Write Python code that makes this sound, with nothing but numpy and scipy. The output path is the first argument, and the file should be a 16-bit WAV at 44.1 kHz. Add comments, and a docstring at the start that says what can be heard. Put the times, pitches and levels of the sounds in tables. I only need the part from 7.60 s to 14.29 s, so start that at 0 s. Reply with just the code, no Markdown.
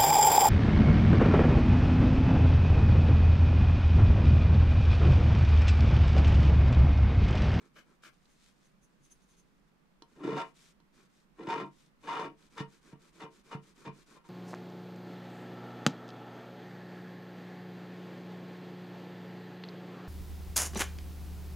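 """A quiet room, stereo microphones close to a table where a wooden stylus scrapes a scratch card.
The tip sticks and slips on the coating and sets card and tabletop ringing; the hand brushes to and fro
over the card. After two light strokes the fingers shift their grip, then come three long hard strokes
and a run of short ones, the hand bumping the table as they stop."""
import sys
import numpy as np
from scipy import signal
from scipy.fft import rfft, irfft
from scipy.io import wavfile
from scipy.ndimage import uniform_filter1d

SR = 44100
rng = np.random.default_rng(int(sys.argv[2]) if len(sys.argv) > 2 else 0)


def waveform_to_disk(signal):
    """Save audio, clipped to [-1, 1], as 16-bit WAV at the path in sys.argv[1]."""
    frames = np.transpose(np.atleast_2d(signal))
    scaled = np.clip(frames, -1, 1) * 32767
    samples = np.round(scaled).astype(np.int16)
    wavfile.write(sys.argv[1], SR, samples)


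N = 295029
TIME = np.arange(N) / SR
RING_SIZE = 16384  # samples in an impulse response


def from_db(db):
    """Decibels to gain."""
    return 10 ** (np.asarray(db) / 20)


def energy_one(response):
    """Scale a stereo response so that its centre passes white noise at the same level."""
    return response / np.sqrt(np.sum(response.mean(axis=0) ** 2) + 1e-30)


def peak_one(response):
    """Scale a stereo response so that its centre peaks at 1."""
    return response / np.abs(response.mean(axis=0)).max()


def at_hz(points, hz):
    """Read a table on a log-frequency axis."""
    table = np.array(points)
    return np.interp(np.log(np.maximum(hz, 1)), np.log(table[:, 0]), table[:, 1])


def band(x, low_hz, high_hz, order=2):
    """Causal band-pass."""
    return signal.sosfilt(signal.butter(order, [low_hz, high_hz], "band", fs=SR, output="sos"), x)


def drift(per_s):
    """A random wander of spread 1 that takes a new course per_s times a second."""
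    knots = rng.standard_normal(N // 20)
    return np.interp(TIME * per_s, np.arange(len(knots)), knots) * np.sqrt(3 / 2)


def minimum_phase(gain):
    """The spectrum of a causal filter with these gains: nothing sounds before its cause."""
    cepstrum = irfft(np.log(gain), RING_SIZE)
    cepstrum[1:RING_SIZE // 2] *= 2
    cepstrum[RING_SIZE // 2 + 1:] = 0
    return np.exp(rfft(cepstrum))


def colour(pair, spectrum, likeness, balance):
    """Two unrelated signals become left and right with a spectrum, likeness and balance; centre rms 1."""
    hz = np.arange(RING_SIZE // 2 + 1) * SR / RING_SIZE
    alike = np.clip(at_hz(likeness, hz), 0, .99)
    channels = []
    for sign in (1, -1):
        gain = from_db(at_hz(spectrum, hz) + sign * at_hz(balance, hz) / 2)
        filters = irfft([minimum_phase(gain * np.sqrt(share)) for share in (1 + alike, 1 - alike)])
        mid, side = signal.oaconvolve(pair, filters, axes=1)[:, :pair.shape[-1]]
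        channels.append(mid + sign * side)
    return np.array(channels) / np.std(np.mean(channels, axis=0))


def play(force, response):
    """A force drives a stereo response."""
    return signal.oaconvolve(force[None], response, axes=1)[:, :N]


def blows(times_s, levels_db):
    """A force with one click for each blow."""
    force = np.zeros(N)
    force[(np.asarray(times_s) * SR).astype(int)] = from_db(levels_db)
    return force


def pressing(rows, release_db_per_s, sag_db_per_s=0, bite_s=0.013, bite_rise_db=17):
    """The gain of pushes (start_s, length_s, level_db): a quick bite, a hold that may sag, a release."""
    gain = np.zeros(N)
    for start, length, level_db in rows:
        t = TIME - start
        bite = bite_rise_db * np.minimum(t / bite_s - .5, 0)
        sag = sag_db_per_s * np.clip(t, 0, length)
        release = release_db_per_s * np.maximum(t - length, 0)
        db = level_db + bite - sag - release
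        heard = db > -130
        gain[heard] = np.maximum(gain[heard], from_db(db[heard]))
    return gain


# Room tone (levels in all tables are relative): frequency_hz, level_db
AIR_SPECTRUM = [(20, -10), (35, -7.5), (60, -15), (100, -35), (135, -11), (190, -7.5), (270, -15.5),
                (400, -20.5), (750, -26.5), (1100, -23.5), (2000, -29), (4000, -37), (10000, -45),
                (15500, -47.5)]
# How alike the room is at the two microphones: frequency_hz, likeness_0_to_1
AIR_LIKENESS = [(30, 0.66), (200, 0.27), (600, 0.2), (2000, 0), (15000, 0.054)]
# Where the room tone leans: frequency_hz, left_minus_right_db
AIR_BALANCE = [(60, 0.5), (110, -2.5), (200, -2.5), (380, -7), (700, -6.5), (1290, -2), (2380, -3),
               (4400, 4.5), (8120, 1), (15000, -6)]


def room_tone(level_db):
    """The air all around the microphones: a steady, faint, low rush."""
    return from_db(level_db) * colour(rng.standard_normal((2, N)), AIR_SPECTRUM, AIR_LIKENESS, AIR_BALANCE)


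# Decay of the room: frequency_hz, t60_s
ROOM_DECAY = [(120, 0.23), (320, 0.26), (900, 0.17), (2500, 0.17), (6000, 0.15), (14000, 0.23)]


def room(direct, wet_db, first_echo_s):
    """Nearby walls add a diffuse tail that dies band by band and is most alike left and right in the bass."""
    t = TIME[:RING_SIZE]
    spectrum = [(100, -10.5), (1000, 4.5), (15000, -1.5)]  # frequency_hz, level_db
    noise = colour(rng.standard_normal((2, RING_SIZE)), spectrum, AIR_LIKENESS, HAND_BALANCE)
    edges_hz = np.geomspace(80, 17000, 8)
    tail = np.zeros_like(noise)
    for low, high in zip(edges_hz, edges_hz[1:]):
        t60_s = at_hz(ROOM_DECAY, np.sqrt(low * high))
        tail += band(noise, low, high) * from_db(-60 * t / t60_s)
    tail = energy_one(tail * (t > first_echo_s))
    return direct + from_db(wet_db) * signal.oaconvolve(direct, tail, axes=1)[:, :N]


def microphones(sound, left_lag_s):
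    """The lows reach the left microphone a moment later; the treble arrives from all around."""
    left, right = sound
    lows = signal.sosfilt(signal.butter(1, 3000, fs=SR, output="sos"), left)
    late_lows = np.interp(TIME - left_lag_s, TIME, lows)
    return np.array([left - lows + late_lows, right])


# How alike the hand is at the two microphones: frequency_hz, likeness_0_to_1
HAND_LIKENESS = [(100, 0.83), (600, 0.85), (1400, 0.86), (3000, 0.45), (7000, 0.47), (15000, 0.11)]
# Where the hand sits between them: frequency_hz, left_minus_right_db
HAND_BALANCE = [(380, -2.5), (1300, 3), (2400, 8.5), (4400, 10.5), (8000, 2), (15000, -4.5)]
# Dry skin on coated card: frequency_hz, level_db
SKIN_HISS = [(700, -23.5), (1500, -4), (2900, -3), (3700, 2), (4600, -0.5), (6500, -2.5), (9300, -8.5),
             (10500, -16), (13000, -17.5), (16000, -34.5)]


def friction(spectrum=SKIN_HISS, grain_db=0.0):
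    """Sliding noise from where the hand is; a fast flutter in level gives it a fine grain."""
    grain = from_db(grain_db * drift(900))
    return colour(rng.standard_normal((2, N)) * grain, spectrum, HAND_LIKENESS, HAND_BALANCE)


# The lifted hand and arm sliding: time_s, level_db
ARM_SLIDE = [(0.53, -78.5), (0.738, -77.5), (0.884, -67), (0.932, -81), (1.066, -75), (1.124, -90.5),
             (1.722, -77.5), (2.1, -91)]
# The shaft slipping through the fingers: centre_s, length_s, level_db
GRIP_SLIPS = [(0.72, 0.061, -75), (1.06, 0.037, -74), (1.242, 0.038, -70), (1.452, 0.05, -69.5),
              (1.521, 0.028, -60), (1.635, 0.033, -75), (1.71, 0.053, -72.5), (1.793, 0.045, -69.5)]
# Fingers on the wooden shaft: frequency_hz, level_db
GRIP_SPECTRUM = [(1000, -22), (3300, -24), (4300, -27), (5600, -13), (6300, 5), (7100, -12), (8500, -17),
                 (9900, -6.5), (11000, -22), (16000, -25)]


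def regripping(slide_db, grip_db, rustle_db):
    """The arm slides away unevenly and the shaft swishes between the fingers, whose skin rustles with it."""
    times_s, levels_db = np.transpose(ARM_SLIDE)
    arm_db = np.interp(TIME, times_s, levels_db + slide_db, left=-140, right=-140)
    slide = from_db(arm_db + 2.0 * drift(30.2))
    slipping = sum(from_db(db) * np.exp(-(2 * (TIME - centre) / length) ** 2)
                   for centre, length, db in GRIP_SLIPS)
    skin = (slide + from_db(rustle_db) * slipping) * friction(SKIN_HISS, grain_db=2.5)
    shaft = from_db(grip_db) * slipping * friction(GRIP_SPECTRUM)
    return skin + shaft


def scrubs(count, first_s, period_s, growth_db, back_s=0.13, forth_s=0.14):
    """Rows like HAND_SWEEPS for steady scrubbing: back, forth, a short rest, a little harder each time."""
    rows = []
    for k in range(count):
        start, harder_db = first_s + k * period_s, k * growth_db
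        rows.append((start, back_s, -76 + harder_db, -70 + harder_db))
        rows.append((start + back_s, forth_s, -74.5 + harder_db, -65 + harder_db))
    return rows


# Single sweeps of the hand over the card: start_s, length_s, hiss_db, rub_db
HAND_SWEEPS = [(-0.02, 0.12, -81, -66), (0.13, 0.11, -79, -68.5), (0.239, 0.14, -84, -69),
               (0.419, 0.083, -68.5, -70.5), (2.475, .138, -81.5, -73), (2.58, 0.36, -75.5, -58.5),
               (2.935, 0.2, -69.5, -72.5), (3.319, 0.16, -77.5, -67.5), (3.484, .174, -80.5, -84),
               (3.736, 0.37, -79, -59.5), (4.102, 0.2, -76.5, -89), (4.394, 0.3, -71, -60.5)]
# The card answering the rubbing hand: frequency_hz, level_db
RUB_SPECTRUM = [(60, -26), (150, 9), (320, 12), (460, 6.5), (600, -4.5), (800, -5.5), (1000, 3),
                (1200, 0.5), (1370, 3.5), (1600, -0.5), (2100, -8), (2400, 2), (3000, -32), (6000, -35.5)]


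def brushing(hiss_gain_db, rub_gain_db, hiss_power, rub_power, stick_share):
    """In each sweep the hand speeds up and slows down again; friction noise follows its speed."""
    hiss, rub = np.zeros((2, N))
    sweeps = HAND_SWEEPS + scrubs(count=7, first_s=4.764, period_s=0.312, growth_db=0.56)
    for start, length, hiss_db, rub_db in sweeps:
        during = (TIME > start) & (TIME < start + length)
        speed = np.abs(np.sin(np.pi * (TIME[during] - start) / length))
        sliding = np.maximum(speed - stick_share, 1e-6)  # near the turn the skin sticks and the hiss stops
        hiss[during] += from_db(hiss_db + hiss_gain_db) * sliding ** hiss_power
        rub[during] += from_db(rub_db + rub_gain_db) * speed ** rub_power
    pressure = from_db(0.85 * drift(49))
    skin = hiss * friction(SKIN_HISS, grain_db=2.0)
    body = rub * friction(RUB_SPECTRUM, grain_db=1.5)
    return pressure * (skin + body)


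# Modes of card and tabletop: pitch_hz, level_db, t60_s
CARD_MODES = [(143.1, -9, 0.18), (173.4, -11, 0.21), (196.6, -9.5, 0.33), (278.5, -5.5, 0.31),
              (300.3, 1, 0.15), (337, -6, 0.096), (365.2, -5.5, 0.23), (437, -16, 0.17), (444.9, -5, 0.17),
              (543.4, -18, 0.12), (658, -16.5, 0.12), (742.4, -11.5, 0.19), (803, -18.5, 0.13),
              (932, -3.5, 0.16), (927.6, -7.5, 0.13), (982, -10, 0.12), (1024, -13, 0.17),
              (1042, -7.5, 0.13), (1118.5, -12.5, 0.1), (1179, -16.5, 0.054), (1237, -16.5, 0.045),
              (1358, -9, 0.1), (1667, -21, 0.021), (1847, -16.5, 0.14), (2046, -22, .05),
              (2422, -16.5, 0.043), (2920, -20.5, 0.033), (3560, -25, 0.016), (3608, -23, 0.048)]
# The crowd of weak modes between and above them: frequency_hz, level_db
CARD_WASH = [(60, -51), (300, -20), (600, -46), (1100, -34), (1600, -28), (2600, -31), (3200, -35.5),
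             (4000, -37), (4900, -36), (5500, -40), (6500, -41.5), (9000, -51.5), (12000, -72.5),
             (16000, -54)]
# How alike the card is at the two microphones: frequency_hz, likeness_0_to_1
CARD_LIKENESS = [(100, .97), (600, .95), (1400, .82), (3000, .45), (7000, .5), (15000, .3)]
# Where the card sits, mostly to the left: frequency_hz, left_minus_right_db
CARD_BALANCE = [(60, 1), (110, 0), (200, 0.0), (380, 1.5), (700, 2), (1290, 2.5), (2380, 5.5), (4400, 11),
                (8120, 1), (15000, -8)]


def card_response(scatter_t60_s):
    """One slip cracks, then the card's modes ring on; scatter from the table differs left and right."""
    hz = np.geomspace(20, 20000, 3000)
    power = from_db(at_hz(CARD_WASH, hz)) ** 2
    for pitch_hz, level_db, t60_s in CARD_MODES:
        q = np.pi * pitch_hz * t60_s / np.log(1000)
        ratio = hz / pitch_hz
        power += from_db(level_db) ** 2 / (q ** 2 * (1 - ratio ** 2) ** 2 + ratio ** 2)
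    spectrum = np.column_stack([hz, 10 * np.log10(power)])
    scatter = rng.standard_normal(RING_SIZE) * from_db(-60 * TIME[:RING_SIZE] / scatter_t60_s)
    pair = np.array([signal.unit_impulse(RING_SIZE), scatter / np.linalg.norm(scatter)])
    return colour(pair, spectrum, CARD_LIKENESS, CARD_BALANCE)


# The hand bumps the table, mostly as a stroke stops: time_s, peak_db
HAND_BUMPS = [(1.406, -53.5), (3.878, -33), (4.644, -43.5), (5.005, -25), (5.331, -38), (5.636, -40.5),
              (5.949, -27), (6.27, -33.5), (6.291, -35.5)]


def bumps(card, gain_db, soft_hz, lead_s):
    """The soft side of the hand wakes only the lowest table modes, which swell just after it touches."""
    times_s, peaks_db = np.transpose(HAND_BUMPS)
    low_modes = band(card, 92, soft_hz)
    thud = peak_one(band(low_modes, 104, 420, order=1))
    return from_db(gain_db) * play(blows(times_s - lead_s, peaks_db), thud)


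# The tip lands or snags: time_s, knock_db, snap_db
TIP_TAPS = [(0.655, -60, -59.5), (2.422, -40.5, -44.5), (2.721, -28, -53), (2.77, -30, -52),
            (3.834, -55, -55), (2.8, -31, -46), (3.202, -55.5, -62), (3.91, -27, -49), (4.597, -32, -43),
            (4.825, -83, -60), (6.251, -42, -62)]


def taps(card, knock_gain_db, snap_gain_db, stylus_hz, stylus_t60_s, ring_db):
    """The hard tip knocks on the card; the stylus itself snaps and rings briefly."""
    times_s, knock_db, snap_db = np.transpose(TIP_TAPS)
    t = TIME[:RING_SIZE]
    knock = play(blows(times_s, knock_db + knock_gain_db), peak_one(band(card, 140, 2100)))
    burst = rng.standard_normal((2, RING_SIZE)) * from_db(-60 * t / 0.017)
    crack = peak_one(band(burst, 3060, 5640))
    ring = np.sin(2 * np.pi * stylus_hz * t) * from_db(ring_db - 60 * t / stylus_t60_s)
    snap = play(blows(times_s, snap_db + snap_gain_db), peak_one(crack + ring))
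    return knock + snap


# The two light opening strokes: start_s, length_s, level_db
TIP_FLICKS = [(0.159, 0.019, -53), (0.431, 0.04, -54.5)]
# A tip that only grazes the coating: frequency_hz, level_db
FLICK_SPECTRUM = [(200, -27), (550, -3), (850, -12), (1150, -1), (1650, 3.5), (1900, -8), (2400, 2.5),
                  (2700, -14), (2950, 1), (3400, -9.5), (6000, -10.5), (9000, -28), (12500, -24.5),
                  (16000, -31)]


def flicking(gain_db):
    """A grazing tip sheds fine dust with a thin rasp and leaves the low modes still."""
    envelope = pressing(TIP_FLICKS, release_db_per_s=400)
    flutter = from_db(gain_db + 2.0 * drift(183))
    return envelope * flutter * friction(FLICK_SPECTRUM)


# The tip locks onto a strong mode of the card: start_s, length_s, level_db
TIP_CHATTERS = [(3.89, 0.062, -31), (4.535, 0.087, -37.5)]


def chatter(gain_db, pitch_hz, wobble_hz):
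    """Slips fall into step with the card for a moment: a rough, wavering note."""
    phase = 2 * np.pi * np.cumsum(pitch_hz + wobble_hz * drift(120)) / SR
    sides = from_db(np.array([[1], [-1]]) * at_hz(CARD_BALANCE, pitch_hz) / 2)
    envelope = pressing(TIP_CHATTERS, release_db_per_s=702)
    flutter = from_db(gain_db + 2.0 * drift(200))
    return sides * envelope * flutter * np.sqrt(2) * np.sin(phase)


def running_rms(x, samples):
    """The level of x over a sliding window."""
    return np.sqrt(uniform_filter1d(x ** 2, size=samples) + 1e-9)


def slips(per_s, spread_db, clump_db, smooth_share):
    """Stick and slip: clumps of tiny jolts of uneven size over smooth friction; rms 1."""
    sizes = from_db(spread_db * np.minimum(rng.exponential(1, N), 4)) * rng.choice([-1, 1], N)
    jolts = sizes * (rng.random(N) < per_s / SR)
    jolts /= np.sqrt(np.mean(jolts ** 2))
    smooth = smooth_share * rng.standard_normal(N)
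    force = (jolts + smooth) * from_db(clump_db * drift(220))
    return force / running_rms(force, 1300)


def edge_echo(force, delay_s, wander, share):
    """The shudder returns from the card's edge; as the tip travels, delay and colour wander."""
    lag_s = delay_s * np.exp(wander * drift(14))
    echo = np.interp(TIME - lag_s, TIME, force)
    return (force + share * echo) / np.hypot(1, share)


# Pushes of the tip; a long stroke is a light drag and then a few harder pushes:
# start_s, length_s, judder_db, scrape_db, crackle_db
TIP_PUSHES = [(2.559, .03, -49, -65, -83), (2.595, 0.063, -40, -53.5, -87), (2.636, 0.13, -33, -42, -61),
              (2.765, 0.053, -49, -34.5, -54), (3.789, 0.05, -42, -51, -73.5),
              (3.867, .015, -35.5, -41.5, -63), (3.886, 0.058, -41.5, -34, -55.5),
              (3.957, 0.065, -36.5, -38, -61.5), (4.436, .045, -47.5, -53, -68.5),
              (4.475, 0.149, -45, -35.5, -57), (4.621, 0.039, -39, -41, -66),
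              (4.976, 0.035, -47.5, -40.5, -54), (5.319, 0.017, -52.5, -58, -91),
              (5.604, 0.038, -45, -43.5, -63), (5.914, 0.031, -47, -42.5, -63),
              (6.252, 0.03, -47, -43.5, -65.5), (6.556, 0.017, -64, -55, -86),
              (6.646, 0.0068, -76, -57.5, -83)]


def scraping(card, judder_db, scrape_db, rasp_db, crackle_db, lead_s, judder_lag_s):
    """The tip judders the tabletop as it drags and rings the card as it bites; flaking coating crackles."""
    start, length, judders, scrapes, crackles = np.transpose(TIP_PUSHES)
    start = start - lead_s  # the modes take a moment to swell, so the push comes just ahead
    force = slips(per_s=2300, spread_db=4.0, clump_db=1.93, smooth_share=0.81)
    force = edge_echo(force, delay_s=0.002, wander=0.4, share=0.35)
    # as the tip slows the sound dulls: judder comes late and lingers, crackle fades first
    dragging = pressing(zip(start + judder_lag_s, length, judders), release_db_per_s=332)
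    biting = pressing(zip(start, length, scrapes), release_db_per_s=420)
    flaking = pressing(zip(start, length, crackles), release_db_per_s=746, sag_db_per_s=26)
    judder = play(force * dragging, energy_one(band(card, 141.7, 538, order=5)))
    scrape = play(force * biting, energy_one(band(card, 460, 5270, order=3)))
    # coating tears away in coarser jolts of its own
    tears = slips(per_s=900, spread_db=4.0, clump_db=2.0, smooth_share=0.3)
    rasp = play(tears * flaking, energy_one(band(card, 1370, 4800, order=3)))
    # every slip sheds a little shower of flakes
    flakes = rng.standard_normal(N) * running_rms(force, 48)
    crackle = play(flakes * flaking, energy_one(band(card, 3550, 14000, order=4)))
    return (from_db(judder_db) * judder + from_db(scrape_db) * scrape
            + from_db(rasp_db) * rasp + from_db(crackle_db) * crackle)


def scene():
    """Stylus and hand close to the microphones, the quiet room behind them."""
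    card = card_response(scatter_t60_s=0.059)
    stylus = scraping(card, judder_db=-0.5, scrape_db=-2.0, rasp_db=8.5, crackle_db=5.04,
                      lead_s=0.0035, judder_lag_s=0.0042)
    stylus += chatter(gain_db=-5.0, pitch_hz=930, wobble_hz=27.96)
    stylus += flicking(gain_db=0.1)
    stylus += taps(card, knock_gain_db=-1.0, snap_gain_db=3.5,
                   stylus_hz=4120, stylus_t60_s=0.03, ring_db=-5)
    hand = bumps(card, gain_db=-4.5, soft_hz=184, lead_s=0.00081)
    hand += brushing(hiss_gain_db=8.5, rub_gain_db=1.5, hiss_power=0.52, rub_power=1.24, stick_share=0.074)
    hand += regripping(slide_db=3.0, grip_db=1.0, rustle_db=-11.5)
    direct = microphones(stylus + hand, left_lag_s=4.5e-5)
    return room_tone(level_db=-69) + room(direct, wet_db=-11.0, first_echo_s=0.0036)


def record(dry):
    """The microphones roll off gently at the top, then the top is cut steeply."""
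    roll_off = signal.butter(2, 14500, fs=SR, output="sos")
    steep_cut = signal.ellip(10, .1, 70, 15600, fs=SR, output="sos")
    return signal.sosfilt(steep_cut, signal.sosfilt(roll_off, dry))


dry = scene()
out = record(dry)
waveform_to_disk(out)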